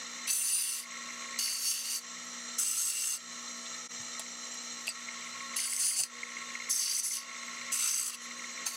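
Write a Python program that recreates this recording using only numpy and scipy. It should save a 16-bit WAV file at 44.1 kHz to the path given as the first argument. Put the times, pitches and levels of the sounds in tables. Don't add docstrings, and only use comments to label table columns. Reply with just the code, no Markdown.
import sys
import numpy as np
from scipy import signal
from scipy.fft import rfft, irfft, next_fast_len
from scipy.io import wavfile
from scipy.ndimage import uniform_filter1d, minimum_filter1d

SR = 44100
rng = np.random.default_rng(int(sys.argv[2]) if len(sys.argv) > 2 else 0)


def rack_gain(trim_db):
    fader = np.asarray(trim_db, float)
    return 10 ** (fader / 20)


def inscribe(sig):
    pcm = np.round(np.clip(np.atleast_2d(sig).T, -1, 1) * 32767)
    wavfile.write(sys.argv[1], SR, pcm.astype(np.int16))


N = 386316
T = np.arange(N) / SR

CHANGE_S, FADE_OUT_S, FADE_IN_S = 3.882, .018, .035

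HUM_HZ = [119, 177.4, 240, 300, 480, 538.5, 660.5, 720, 858, 901]
HUM_DB = [-81, -73, -58.5, -76, -69, -68.5, -69, -84, -76.5, -75]
# spectrum (frequency [Hz], density [dB per Hz]),
# housing rings (frequency [Hz], width [Hz], level [dB]), whole level [dB]
CLEAR_WHIR = [(24, -104), (40, -39), (239, -14.5), (397, -16), (1310, -13), (1590, -22.5), (1900, -16),
              (2650, -12), (4110, -13.5), (4800, -14.5), (5860, -5.5), (7800, -4), (10100, -41),
              (17200, -120)], [(1098, 12, -4), (1300, 100, -7), (1346, 20, -6), (1900, 210, -7.5),
              (2290, 32, -5.5), (2850, 37, -10), (3030, 130, -12.5), (3666, 46, -6), (4090, 115, -1.5),
              (5510, 78, -7.5), (5820, 320, -4), (6630, 42, 0), (7475, 72, 1), (8040, 51, -17)], -42
COVERED_WHIR = [(24, -76), (40, -46), (239, -11), (291, -15), (540, -10), (786, -18.5), (1340, -3),
                (1560, -11), (1860, -4.5), (3370, -7.5), (4020, -13), (7800, -6), (10100, -47),
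                (17200, -120)], [(1092, 28, 5.5), (1348, 45, -1), (1906, 140, -1), (2770, 40, -5.5),
                (2986, 34, -7.5), (3660, 45, -2.5), (4085, 130, -2), (5450, 16, -0.5), (5950, 350, -5.5),
                (6580, 102, -1.5), (7630, 56, 1), (7770, 52, -2.5), (8300, 41, -20)], -42
# (time [s], covered share [0-1])
HANDS = [(0, 0.4), (1, 0.9), (2.4, 0.2), (3.25, 0.3), (3.6, 0.08), (4.7, 0), (5, 0.68), (6.4, 0.93),
         (7.5, 1), (8.76, 0.6)]
# (frequency [Hz], density [dB per Hz])
AIR = [(5000, -28), (8500, -2), (9450, -8.5), (10900, -13), (11300, -15), (15000, -20), (16000, -27)]

SHAFT_HZ, SHAFT_SAG_HZ, SHAFT_START = 59.48, .51, (.491, .381)
CAGE_HZ, CAGE_SAG_HZ, CAGE_START = 21.91, .42, (-.08, .32)
HIGH_SPOT_TURNS = .55

# (frequency [Hz], level [dB], t60 [s])
LOOSE_MODES = [(1923, -9, 0.022), (2142, 2.5, 0.012), (2300, -4, 0.011)]
# (time [s], peak of its best strike [dB], best cage angle [turns])
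RATTLE = [(0, -46, 0.0033), (.8, -36, -0.028), (1, -34.5, -0.039), (1.4, -29, 0.021), (1.8, -40, -0.0027),
          (2.2, -47, -0.017), (4.75, -56, 0.002), (4.95, -39, 0.0056), (5.6, -29, .01), (6, -29.5, -0.034),
          (6.25, -33, -0.065), (6.6, -27.5, -0.0405), (7.1, -29.5, -0.0028), (7.6, -33.5, 0.037),
          (7.9, -28, 0.025), (8.2, -30.5, -0.066), (8.76, -27.5, -0.085)]
# (time [s], peak [dB])
STRAYS = [(0.16, -40), (0.1895, -36), (0.2573, -33), (0.2788, -35), (0.9033, -39), (0.9177, -37),
          (0.9521, -38), (0.9671, -33), (1.0185, -35), (1.0858, -34), (1.1023, -33), (1.1347, -38),
          (1.2225, -34), (1.2425, -35), (1.2869, -34), (1.3393, -32), (5.0162, -40), (5.0851, -28),
          (5.131, -38), (5.1719, -36), (5.2068, -39), (5.2203, -36), (5.2687, -35), (5.336, -35),
          (5.356, -35), (5.4043, -30), (5.4911, -38), (5.5355, -34),
          (6.096, -41), (6.1634, -38), (6.1828, -34), (6.2312, -25), (6.2657, -37), (6.2804, -38),
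               (6.318, -37), (6.3669, -30), (6.3834, -36), (6.4153, -32), (6.5026, -31), (6.5515, -26),
               (6.5999, -29), (6.6189, -33), (6.6677, -34), (6.6867, -31), (6.7356, -32), (7.2433, -37),
               (7.2632, -38), (7.2932, -35), (7.3121, -34), (7.3445, -36), (7.38, -36), (7.4289, -34),
               (7.4812, -33), (7.5685, -35), (7.6134, -31), (7.6653, -35), (7.6848, -35), (7.6997, -34),
               (8.1208, -37), (8.1732, -42), (8.2071, -40), (8.256, -33), (8.3094, -33), (8.3922, -32),
               (8.4406, -30), (8.4934, -34), (8.5757, -31), (8.6246, -35), (8.7119, -36)]
AIM_TURNS, MISS_DB = .09, 4.5
FAR_SIDE_TURNS, FAR_SIDE_DB = .43, -8
LEAD_S, SWING_S, FAINT_DB = .0015, .015, -57
STRAY_DB, STRAY_SPREAD, YIELD_S = -38, 1.12, .05

# (time [s], pressure [dB], firmness of the grip [dB])
FIRST_STROKES = [
    [(0.266, -50, 1), (0.278, -32, -12), (0.296, -30, -8), (0.31, -22, 3), (0.42, -23.5, 3),
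     (0.589, -20.5, -0.5), (0.73, -27, -1.5), (0.798, -31, -2), (0.848, -48, -11)],
    [(1.386, -22, 6), (1.4, -30, 0.5), (1.447, -27, -1.7), (1.6, -31, 1), (1.71, -21, 8), (1.77, -28.5, -1),
     (1.83, -33.5, -3), (1.962, -27, 1.1), (1.998, -40, 7)],
    [(2.58, -37, 9), (2.59, -25.5, 7.5), (2.66, -25, 0), (2.9, -22.5, 3.5), (2.93, -27, -3.5),
     (3.087, -25, -0.2), (3.151, -26, -2), (3.18, -38, -6)],
]
# (time [s], pressure [dB], firmness of the grip [dB])
SECOND_STROKES = [
    [(5.56, -30, -3), (5.69, -28.5, -1.5), (5.78, -32.5, 3), (5.8, -21.5, 1.1), (5.887, -20, 1.8),
     (5.95, -27.5, 0), (6.002, -18.5, 5), (6.045, -30.5, -3.4), (6.075, -50, -13)],
    [(6.693, -27.5, 13), (6.813, -23, 2), (6.87, -26, -6.1), (7.0, -23, 2), (7.02, -37, -4),
     (7.046, -22.5, 5), (7.09, -28, 8), (7.168, -28, -2), (7.24, -52, -17)],
    [(7.717, -27.5, 2.5), (7.778, -29, -0.5), (7.84, -23, -3), (7.972, -24, 2.1), (8.04, -27, 2),
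     (8.08, -25, 3), (8.118, -38, -3), (8.145, -34, -8), (8.162, -43, -2.3)],
    [(8.655, -52, 2.3), (8.666, -28.5, -0.5), (8.71, -40, 0), (8.76, -39.5, 2)],
]
# (frequency [Hz], width [Hz], level [dB])
FIRST_RINGS = [
    [(2740, 65, -3.5), (4590, 81, -10), (6160, 49, 2.5), (9370, 290, 0), (10300, 51, -12), (10800, 59, -23),
     (7900, 100, -10)],
    [(2820, 150, -7), (4600, 170, -0.5), (5500, 200, -9.5), (6260, 260, -7), (8170, 36, -9),
     (10040, 74, -11), (10600, 110, -13), (8900, 60, -9), (12400, 99, -20)],
    [(1350, 22, -9.5), (2790, 11, -2.5), (4530, 37, -14), (5600, 97, -23), (6220, 58, -2), (7960, 220, 3),
     (8960, 200, -6), (10140, 45, -9)],
]
# (frequency [Hz], width [Hz], level [dB])
SECOND_RINGS = [
    [(2770, 220, -20), (4550, 160, -4.5), (4860, 140, -2.5), (5240, 49, -9), (6280, 130, -4),
     (8020, 360, -4.5), (9380, 800, -3), (9500, 150, -4), (10350, 110, -10)],
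    [(4650, 170, -4.5), (5500, 540, -10.5), (6120, 130, 3), (8020, 190, -4), (10550, 60, -9),
     (10200, 100, -7), (10900, 73, -4.5)],
    [(1300, 110, -8.5), (2730, 72, -8), (4670, 180, -10), (6220, 230, -4.5), (7920, 200, 3.5),
     (8870, 61, -5), (10500, 220, -14), (10400, 67, -22)],
    [(4530, 150, 0), (6360, 53, 3), (8850, 47, -6), (10100, 36, -15)],
]
# (grit hiss [dB], disc ring [dB], block ring [dB], table ring [dB], throb per turn [0-1])
FACES = [(-1.5, -19, -11, -16, 0.1), (-4.5, -10.5, -5.5, -13, 0.05), (-3, -10.5, -14, -15, 0.4),
         (-2, -9.5, -12.5, -15.5, 0.1), (-4, -7, -8.5, -19, 0.66), (-2.5, -8, -12, -13, 0.75),
         (-4, -9, -8.5, -12, .45)]
PART_EDGES_HZ = [7000, 5400, 3750]
GRIP_SHARE = [0.15, 0.28, -0.78, -0.88]
# (frequency [Hz], density [dB per Hz])
GRIT = [(130, -60), (450, -32), (880, -22.5), (1500, -16), (1920, -13.5), (2440, -11), (2800, -7),
        (3840, -13), (6240, -4.5), (7030, -5.5), (10300, -6.5), (16000, -21.5)]
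# (time [s], half length [s], ring [Hz], extra level [dB], shift [Hz])
SWELLS = [(.38, .04, 9370, -1, -200), (.51, .06, 9370, 2, 120), (.78, .05, 9370, -2, -250),
          (.57, .05, 6160, 4, 0), (.55, .04, 2740, 5, 0), (.59, .05, 4590, 4, 250), (1.47, .05, 6260, 3, 0),
          (1.7, .05, 6260, 4, 100), (1.7, .05, 5500, 4, 100), (1.9, .05, 6260, 3, -80),
          (1.73, .04, 10600, 4, 0), (1.79, .04, 4600, -4, 0), (2.79, .05, 2790, -4, 0),
          (2.97, .1, 2790, 4, 0), (3.14, .03, 2790, 4, 0), (2.82, .05, 6220, 3, 150),
          (3.08, .06, 6220, 3, 100), (2.86, .06, 7960, 2, 0), (5.85, .03, 4860, 4, 0),
          (5.66, .1, 4860, -6, 0), (5.92, .03, 8020, 3, 0), (5.58, .03, 6280, 4, 150),
          (6.01, .03, 2770, 10, 0), (6.78, .08, 6120, 4, 60), (6.91, .05, 6120, -6, 0),
          (7, .03, 6120, 4, 0), (6.74, .06, 4650, -8, 0), (6.92, .09, 4650, 3, 0), (7.08, .05, 4650, -5, 0),
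          (7.16, .03, 4650, 3, 0), (6.96, .05, 8020, 6, 120), (6.84, .03, 8020, 4, 150),
          (7.1, .05, 8020, -4, 0), (7.05, .03, 10900, 5, 50), (6.84, .04, 5500, 4, 0),
          (8.07, .02, 10500, 9, 0), (8.08, .04, 7920, -4, 0), (7.95, .06, 6220, 2, 0),
          (7.99, .03, 7920, 3, 60)]
# (frequency [Hz], width [Hz], depth [0-1])
DEAD = [(9700, 110, .6), (12900, 200, .6)]
# (time [s], extra level [dB])
CATCHES = [(.729, 1), (1.464, -3), (1.653, 1), (1.856, 6), (1.908, 1), (2.585, 4), (2.602, 0), (5.567, 4),
           (5.602, 4), (5.734, 8), (5.764, 9), (5.846, 3), (5.992, 3), (6.036, 14), (7.139, 3), (7.168, 3),
           (7.825, 4), (7.877, 3), (7.998, 4), (8.665, 0.5)]
RING_BLUR_HZ, RING_Q = 80, 81

# (time [s], peak [dB], low part re peak [dB], t60 [s], brightness [dB], hollow ring re peak [dB])
KNOCKS = [(4.0194, -40, -25, .03, 0, -30), (4.194, -21, -23, 0.038, 3, -26),
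          (4.5424, -32, -35, .03, -8, -28), (4.869, -29, -32, 0.07, 3, -25),
          (4.8725, -30, -40, .03, 0, -25), (4.8795, -28, -19, .018, -14, -25),
          (4.888, -27, -47, 0.06, 3, -22), (4.8897, -23, -47, .014, 12, -40)]
# (frequency [Hz], width [Hz], level [dB])
BLOCK_MODES = [(2530, 680, -7), (3400, 450, 5.5), (4600, 360, -2), (7800, 780, 7.5), (9700, 4300, -6)]
# (time [s], frequency [Hz], peak [dB], t60 [s])
SET_DOWN = [(4.872, 2700, -33, .03), (4.872, 4800, -34, .04), (4.8725, 11500, -38, .012),
            (4.8792, 2650, -23, .013), (4.88, 4400, -27, .012), (4.8885, 4880, -33, .12),
            (4.889, 8240, -28, .022), (4.8955, 7800, -31, .03), (4.89, 15300, -52, .06),
            (4.888, 2700, -38, .08), (4.905, 4450, -38, .08)]
# (time [s], rms level [dB], frequency [Hz], width [Hz], length [s])
THUMPS = [(3.65, -45, 3600, 900, 0.028), (3.978, -59, 120, 45, 0.061), (8.185, -56, 9800, 1800, 0.11),
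          (3.2, -43, 3700, 1600, 0.013), (5.977, -53, 141, 80, .06), (5.975, -45.5, 700, 130, 0.056)]

KNEE_DB, DUCK_SHARE = -40, 0.48
SENSE_S, DUCK_S, HOLD_S, RECOVER_S = .012, .036, .03, 0.085
GAIN_STEP = 88


def evened(x):
    return x / np.sqrt(np.mean(x ** 2) + 1e-20)


def curve(rows, t):
    s, *columns = np.transpose(rows)
    return [np.interp(t, s, c) for c in columns]


def add(mix, s, sound):
    part = mix[round(s * SR):][:len(sound)]
    part += sound[:len(part)]


def lowpass(x, hz, order):
    return signal.sosfiltfilt(signal.butter(order, hz, fs=SR, output="sos"), x)


def coloured(x, broad, rings, broad_db):
    size = next_fast_len(len(x))
    hz = np.fft.rfftfreq(size, 1 / SR)
    f, db = np.transpose(broad)
    power = rack_gain(np.interp(np.log(hz + 1), np.log(f + 1), db) + broad_db) ** 2
    for centre, width, peak_db in rings:
        power = power + rack_gain(peak_db) ** 2 / (1 + (2 * (hz - centre) / width) ** 2) ** 1.43
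    return irfft(rfft(x, size) * np.sqrt(power), size)[:len(x)]


def drift(t, top_hz):
    coarse = np.arange(t[0], t[-1] + .01, .002)
    waves = 0
    for f in np.geomspace(top_hz / 20, top_hz, num=24):
        waves = waves + np.sin(2 * np.pi * (f * coarse + rng.random())) / f ** 0.096
    return np.interp(t, coarse, evened(waves))


def ring(hz, t60, rise):
    t = np.arange(round(.15 * SR)) / SR
    shape = (1 - np.exp(-t / rise)) ** 2 * rack_gain(-60 * t / t60)
    return shape / shape.max() * np.sin(2 * np.pi * hz * t)


def resonate(x, hz, width):
    turn = np.exp(2j * np.pi * np.cumsum(hz) / SR)
    r = np.exp(-1.5 * np.pi * width / SR)
    smooth = signal.lfilter([(1 - r) ** 2], [1, -2 * r, r * r], x / turn)
    return 2 * (turn * smooth).real


def patchy(x, db, bins, frames):
    z = signal.stft(x, nperseg=512)[2]
    field = rng.standard_normal(z.shape[::-1]).T
    field = uniform_filter1d(uniform_filter1d(field, bins, 0), frames, 1)
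    return evened(signal.istft(z * rack_gain(db * evened(field)), nperseg=512)[1][:len(x)])


def turned(hz, sag_hz, start):
    loaded_s = 0
    for rows in FIRST_STROKES + SECOND_STROKES:
        loaded_s = loaded_s + np.clip(T - rows[0][0], 0, rows[-1][0] - rows[0][0])
    return hz * T - sag_hz * loaded_s + np.where(T < CHANGE_S, *start)


def hum():
    out = np.zeros(N)
    for hz, db in zip(HUM_HZ, HUM_DB):
        waver_db = 0.13 * (max(HUM_DB) - db + 11.5)
        level = rack_gain(db + waver_db * drift(T, 9))
        out += level * np.sqrt(2) * np.sin(2 * np.pi * (hz * T + rng.random()))
    return out


def whir():
    beat = 1 + 0.11 * np.cos(2 * np.pi * SHAFT_HZ * T) + 0.14 * np.cos(2 * np.pi * HUM_HZ[2] * T)
    rough_db = 0.58 * drift(T, 30) + 0.71 * np.minimum(rng.exponential(1, N), 4)
    drive = rng.standard_normal(N) * beat * rack_gain(rough_db)
    clear, covered = (rack_gain(db + 0.28) * evened(coloured(drive, broad, rings, broad_db=-6))
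                      for broad, rings, db in (CLEAR_WHIR, COVERED_WHIR))
    cover = np.clip(curve(HANDS, T)[0], 0, 1)
    body = lowpass((1 - cover) * clear + cover * covered, 8100, 6)
    air = coloured(rng.standard_normal(N), AIR, [], broad_db=0)
    air = rack_gain(-61) * patchy(air, db=3.0, bins=8, frames=5)
    return np.std(body) * patchy(body, db=0.5, bins=4, frames=12) + air


def loose_part():
    shaft = turned(SHAFT_HZ, SHAFT_SAG_HZ, SHAFT_START) + LEAD_S * SHAFT_HZ
    at = np.flatnonzero(np.diff(np.floor(shaft)))
    size, late, luck = rng.random((len(at), 3)).T
    faint = rack_gain(FAINT_DB + 10.5 * size ** 2 + 8.3 * curve(HANDS, T[at])[0])

    best_db, aim = curve(RATTLE, T[at])
    cage = turned(CAGE_HZ, CAGE_SAG_HZ, CAGE_START)[at] + LEAD_S * CAGE_HZ - aim
    near, far = ((cage - side + .5) % 1 - .5 for side in (0, FAR_SIDE_TURNS))
    met = rack_gain(-MISS_DB * (near / AIM_TURNS) ** 2)
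    met = met + rack_gain(FAR_SIDE_DB - MISS_DB * (far / AIM_TURNS) ** 2)
    swing = SWING_S * np.where(abs(near) < abs(far), near, far)

    times, peaks_db = np.transpose(STRAYS)
    met = met * (abs(T[at][:, None] - times).min(axis=1) > YIELD_S)
    stray = rack_gain(STRAY_DB + STRAY_SPREAD * (peaks_db - np.median(peaks_db) - 2))

    strike_s = np.r_[T[at] + .005 * late, T[at] - swing, times]
    peaks = np.r_[faint, met * rack_gain(best_db - 3.5 * luck), stray]
    at = np.clip(strike_s * SR, 0, N - 1).astype(int)
    out = np.zeros(N)
    share = rack_gain(1.3 * rng.standard_normal((len(at), len(LOOSE_MODES))))
    for (hz, db, t60), part in zip(LOOSE_MODES, share.T):
        blows = np.bincount(at, peaks * part, N)
        out += rack_gain(db) * signal.oaconvolve(blows, ring(hz, t60, .004))[:N]
    return out


def gripped_ring(grit, t, turn, throb, hz, width, db):
    angle = turn + 2.2 * rng.random()
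    throb_db = throb * (5.1 * np.cos(angle) + 2.2 * np.cos(2 * angle + 0.7))
    push = rack_gain(throb_db + 1.3 * drift(t, 14))
    ring_hz = hz
    for s, half, centre, extra_db, shift_hz in SWELLS:
        if abs(centre / hz - 1) < .035 and t[0] < s < t[-1]:
            bump = np.exp(-((t - s) / half) ** 2)
            db = db + bump * extra_db
            ring_hz = ring_hz + bump * shift_hz
    width = width + RING_BLUR_HZ + np.mean(ring_hz) / RING_Q
    return rack_gain(db) * resonate(grit * evened(push), ring_hz * (1 + .004 * drift(t, 7)), width)


def stroke(rows, face, rings):
    t = np.arange(rows[0][0], rows[-1][0], 1 / SR)
    pressure_db, grip_db = curve(rows, t)
    *parts_db, throb = face
    throb = np.clip(throb, 0, 1)
    shaft = np.interp(t, T, turned(SHAFT_HZ, SHAFT_SAG_HZ, SHAFT_START))
    turn = 2 * np.pi * (shaft - HIGH_SPOT_TURNS) + .2 * rng.random() + .2 * drift(t, 10.0)

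    grains_db = 3.1 * np.minimum(rng.exponential(1, len(t)), 4)
    grit = evened(rng.standard_normal(len(t)) * rack_gain(grains_db))
    pulse = evened(rack_gain(throb * 1.5 * np.cos(turn) + drift(t, 60) * 0.14))
    rasp = coloured(grit * pulse, GRIT, [], broad_db=0.0)
    for hz, width, db in rings:
        rasp += gripped_ring(grit, t, turn, throb, hz, width, db)
    rasp = patchy(rasp, db=1.8, bins=5, frames=12)
    rasp = patchy(rasp, db=1.4, bins=40, frames=2)
    for hz, width, depth in DEAD:
        rasp = rasp - np.clip(depth, 0, 1) * resonate(rasp, hz + 0 * t, width)

    lows = [lowpass(rasp, hz, 5) for hz in PART_EDGES_HZ]
    parts = [rasp - lows[0], lows[0] - lows[1], lows[1] - lows[2], lows[2]]
    rasp = 0
    for db, share, part in zip(parts_db, GRIP_SHARE, parts):
        rasp = rasp + rack_gain(pressure_db + db + share * grip_db) * evened(part)
    catch_db = sum(db * np.exp(-abs(t - s) / np.where(t < s, .0008, .004)) for s, db in CATCHES)
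    touch = np.clip((t - t[0]) / 0.0063, 0, 1)
    lift = np.clip((t[-1] - t) / 0.0031, 0, 1)
    return t[0], rasp * rack_gain(catch_db) * touch * lift


def shop(x):
    t = np.arange(round(.25 * SR)) / SR
    t60 = 0.13
    tail = rng.standard_normal(len(t)) * rack_gain(-60 * t / t60) * (t > .003)
    return x + rack_gain(-13) * signal.oaconvolve(x, tail / np.linalg.norm(tail))[:N]


def knocks():
    out = np.zeros(N)
    t = np.arange(round(.08 * SR)) / SR
    for s, db, low_db, t60, bright_db, hollow_db in KNOCKS:
        crack_curve = [(300, -35), (1500, -16), (4000, -14), (9000, 1 + bright_db), (16000, -29 + 2 * bright_db)]
        crack = coloured(rng.standard_normal(len(t)), crack_curve, BLOCK_MODES, broad_db=-1)
        hollow_modes = [(4830, 100, 4.5), (4400, 140, -2), (2680, 160, 2)]
        hollow = coloured(rng.standard_normal(len(t)), [(300, -60), (16000, -60)], hollow_modes, broad_db=0)
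        push = (ring(650, 0.045, 0.0016) + ring(870, 0.028, .002))[:len(t)]
        add(out, s, rack_gain(db - 9.5 - 60 * t / t60) * evened(crack) * np.clip(t / 0.00066, 0, 1))
        add(out, s, rack_gain(db + low_db) * push)
        add(out, s, rack_gain(db + hollow_db - 60 * t / 0.1) * evened(hollow))
    for s, hz, db, t60 in SET_DOWN:
        mode = ring(hz, t60, .0005)
        add(out, s, rack_gain(db + 2.5 * drift(T[:len(mode)], 500)) * mode)
    for s, db, hz, width, length in THUMPS:
        bump = resonate(rng.standard_normal(len(t)), hz + 0 * t, width)
        add(out, s, rack_gain(db) * evened(bump) * np.sin(np.pi * np.minimum(t / length, 1)) ** 2)
    return out


def scene():
    near = knocks()
    for rows, face, rings in zip(FIRST_STROKES + SECOND_STROKES, FACES, FIRST_RINGS + SECOND_RINGS):
        add(near, *stroke(rows, face, rings))
    return (hum() + whir() + loose_part() + shop(near))[None]


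def gain(dry):
    power = abs(uniform_filter1d(dry[0] ** 2, int(SENSE_S * SR)))[::GAIN_STEP]
    level_db = 10 * np.log10(power + 1e-12)
    duck_db = DUCK_SHARE * np.maximum(level_db - KNEE_DB, 0)
    hold = int(HOLD_S * SR / GAIN_STEP) // 2
    duck_db = -minimum_filter1d(-duck_db, 2 * hold + 1, origin=hold)
    now_db = 0
    held_db = np.zeros(len(duck_db))
    for k, aim_db in enumerate(duck_db):
        pace_s = DUCK_S if aim_db > now_db else RECOVER_S
        now_db += (aim_db - now_db) * (1 - np.exp(-GAIN_STEP / SR / pace_s))
        held_db[k] = now_db
    return rack_gain(-np.interp(T, T[::GAIN_STEP], held_db))


def band_limit(x):
    return signal.sosfilt(signal.butter(12, 15840, fs=SR, output="sos"), x)


def record(dry):
    dip = np.maximum((CHANGE_S - T) / FADE_OUT_S, (T - CHANGE_S) / FADE_IN_S)
    heard = gain(dry) * dry * np.clip(dip, .03, 1)
    heard = .14 * np.tanh(heard / .14)
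    heard = signal.sosfilt(signal.butter(2, 70, "high", fs=SR, output="sos"), heard)
    top = signal.firwin(1001, 15900, window=("kaiser", 8), fs=SR)
    heard = signal.oaconvolve(heard, top[None], "same")
    return band_limit(heard)


dry = scene()
out = record(dry)
inscribe(out)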